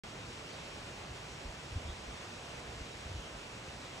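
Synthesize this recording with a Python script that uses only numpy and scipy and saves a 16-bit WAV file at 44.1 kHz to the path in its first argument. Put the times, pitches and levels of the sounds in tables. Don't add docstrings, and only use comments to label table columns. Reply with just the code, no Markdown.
import sys
import numpy as np
from scipy import signal
from scipy.fft import rfft, irfft, next_fast_len
from scipy.io import wavfile
from scipy.ndimage import uniform_filter1d, map_coordinates

SR = 44100
rng = np.random.default_rng(int(sys.argv[2]) if len(sys.argv) > 2 else 0)


def file_out(sig):
    cols = np.atleast_2d(sig).T
    lim = np.clip(cols, -1, 1)
    pcm = np.round(lim * 32767).astype(np.int16)
    wavfile.write(sys.argv[1], SR, pcm)


N = 176400
TIME_S = np.arange(N) / SR


def amp(db):
    return 10 ** (np.asarray(db) / 20)


def unit_rms(x):
    return x / np.sqrt(np.mean(x ** 2) + 1e-20)


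def curve_at(table, hz, column=1):
    columns = np.transpose(table)
    return np.interp(np.log(hz + 1), np.log(columns[0] + 1), columns[column])


def wobble(rate_hz):
    knots = rng.standard_normal(int(N * rate_hz / SR) + 4)
    return map_coordinates(knots, [TIME_S * rate_hz])


def filtered(x, response):
    size = next_fast_len(N + SR // 2)
    hz = np.fft.rfftfreq(size, 1 / SR)
    return irfft(rfft(x, size) * response(hz), size)[..., :N]


def bell(peak_s, length_s):
    return np.exp(-2 * ((TIME_S - peak_s) / length_s) ** 2)


# peak_s, length_s, pitch_hz, blur_hz, level_db
BIRD_CHIRPS = [(.533, 0.044, 4330, 650, -59), (1.9, 0.033, 3570, 300, -57), (2.934, .021, 3830, 74.6, -53),
               (3.87, .035, 4600, 200, -68)]

def far_bird(rise_hz_per_s=600):
    chirps = np.zeros(N)
    for peak_s, length_s, pitch_hz, blur_hz, level_db in BIRD_CHIRPS:
        glide_hz = pitch_hz + rise_hz_per_s * np.clip(TIME_S - peak_s, -length_s, length_s)
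        phase = 2 * np.pi * np.cumsum(glide_hz) / SR
        note = wobble(2 * blur_hz) * np.sin(phase) + wobble(2 * blur_hz) * np.cos(phase)
        chirps += amp(level_db) * bell(peak_s, length_s) * unit_rms(note)
    return chirps


# peak_s, length_s, pitch_hz, level_db
AIR_PUFFS = [(1.114, 0.016, 75.4, -44), (1.459, 0.024, 60, -42), (1.492, 0.023, 58, -44),
             (1.731, 0.017, 68, -42), (1.77, .022, 88.2, -34.5), (1.866, .03, 68.2, -41),
             (1.899, .017, 68, -37.5), (1.931, .018, 70, -45.5), (2.086, 0.069, 57.8, -49),
             (2.684, 0.029, 61.6, -48), (2.762, .05, 60, -51), (2.815, 0.022, 62, -41),
             (3.067, 0.016, 76, -41), (3.116, 0.022, 91, -42), (3.157, 0.021, 78.4, -39.5),
             (3.187, .028, 62.1, -44.5), (3.355, 0.053, 52, -53)]
# frequency_hz, relative_db
RUMBLE_SPECTRUM = [(20, -9), (40, 6), (62, 0.5), (90, -7.5), (130, -1.5), (200, -9.5), (330, -11.5),
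                   (500, -26), (1000, -100)]

def air_on_microphone(sag_octaves=0.45, rumble_db=-7.5, side_db=-24):
    thuds, strength = np.zeros(N), np.zeros(N)
    for peak_s, length_s, pitch_hz, level_db in AIR_PUFFS:
        progress = np.clip((TIME_S - peak_s) / length_s, -1, 1)
        falling_hz = pitch_hz * 2 ** (-sag_octaves * progress)
        phase = 2 * np.pi * (np.cumsum(falling_hz) / SR + rng.random())
        eddy = amp(level_db) * bell(peak_s, length_s)
        thuds += eddy * np.sqrt(2) * np.sin(phase)
        strength += eddy
    noise = rng.standard_normal((2, N))
    mid, side = unit_rms(filtered(noise, lambda hz: amp(curve_at(RUMBLE_SPECTRUM, hz))))
    side = amp(side_db) * side
    turbulence = np.array([mid + side, mid - side])
    return thuds + amp(rumble_db) * strength * turbulence


# frequency_hz, in_phase_part, quadrature_part
PORT_COHERENCE = [(100,0.99,0.012),(366,0.93,-0.16),(750,0.22,0.049),(1310,0.28,0.33),(1720,0.67,0.49),(2190,0,0.25),(2800,-0.31,0.056),(3440,0.0057,-0.063),(4080,0.44,-.26),(4930,-0.21,-0.35),(5560,0.93,0.071),(7360,1,-.02),(8430,0.72,-.5),(10000,0.012,-.52),(12570,-1.13,-0.012)]
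# frequency_hz, left_minus_right_db
PORT_BALANCE = [(130,-0.5),(270,-1),(570,-4),(1220,-2),(2580,0.3),(5480,0)]

def at_microphone(noise_pair):
    def mixing(hz):
        coherence = curve_at(PORT_COHERENCE, hz) + 1j * curve_at(PORT_COHERENCE, hz, column=2)
        spread = np.arccos(np.clip(abs(coherence), 0, 1)) / 2
        shared, opposed = np.cos(spread), np.sin(spread)
        lean = amp(curve_at(PORT_BALANCE, hz) / 2)
        left, right = lean * np.exp(1j * np.angle(coherence)), 1 / lean
        return np.array([[left * shared, left * opposed], [right * shared, -right * opposed]])
    return filtered(noise_pair, mixing).sum(axis=1)


def patchy_noise(depth_db):
    spectra = signal.stft(rng.standard_normal((2, N)), nperseg=512)[2]
    patches = rng.standard_normal(spectra.shape[1:])
    patches = uniform_filter1d(patches, size=6, axis=0)
    patches = uniform_filter1d(patches, size=12, axis=1)
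    return signal.istft(spectra * amp(depth_db * unit_rms(patches)), nperseg=512)[1][:, :N]


# frequency_hz, relative_db
CREEK_SPECTRUM = [(20,-26),(35,-7),(60,-0.5),(90,-2),(125,0.5),(190,-5),(350,-6.5),(600,-6),(1000,-8),(1800,-12.5),(2600,-9.5),(4000,-16),(5500,-17.5),(6500,-20.5),(7800,-22),(10200,-33.5),(12100,-28.5),(14500,-38.5)]

def creek(level_db=-46.5, swell_db=0.23, flutter_db=0.3):
    splashes = at_microphone(patchy_noise(depth_db=0.76))
    rush = filtered(splashes, lambda hz: amp(curve_at(CREEK_SPECTRUM, hz)))
    waver_db = swell_db * wobble(rate_hz=2.9) + flutter_db * wobble(rate_hz=25)
    return unit_rms(rush) * amp(level_db + waver_db)


def scene():
    return creek() + air_on_microphone() + far_bird()


def record(dry, start_s=0.036, top_hz=14500):
    return filtered(dry * (TIME_S > start_s), lambda hz: hz < top_hz)


dry = scene()
out = record(dry)
file_out(out)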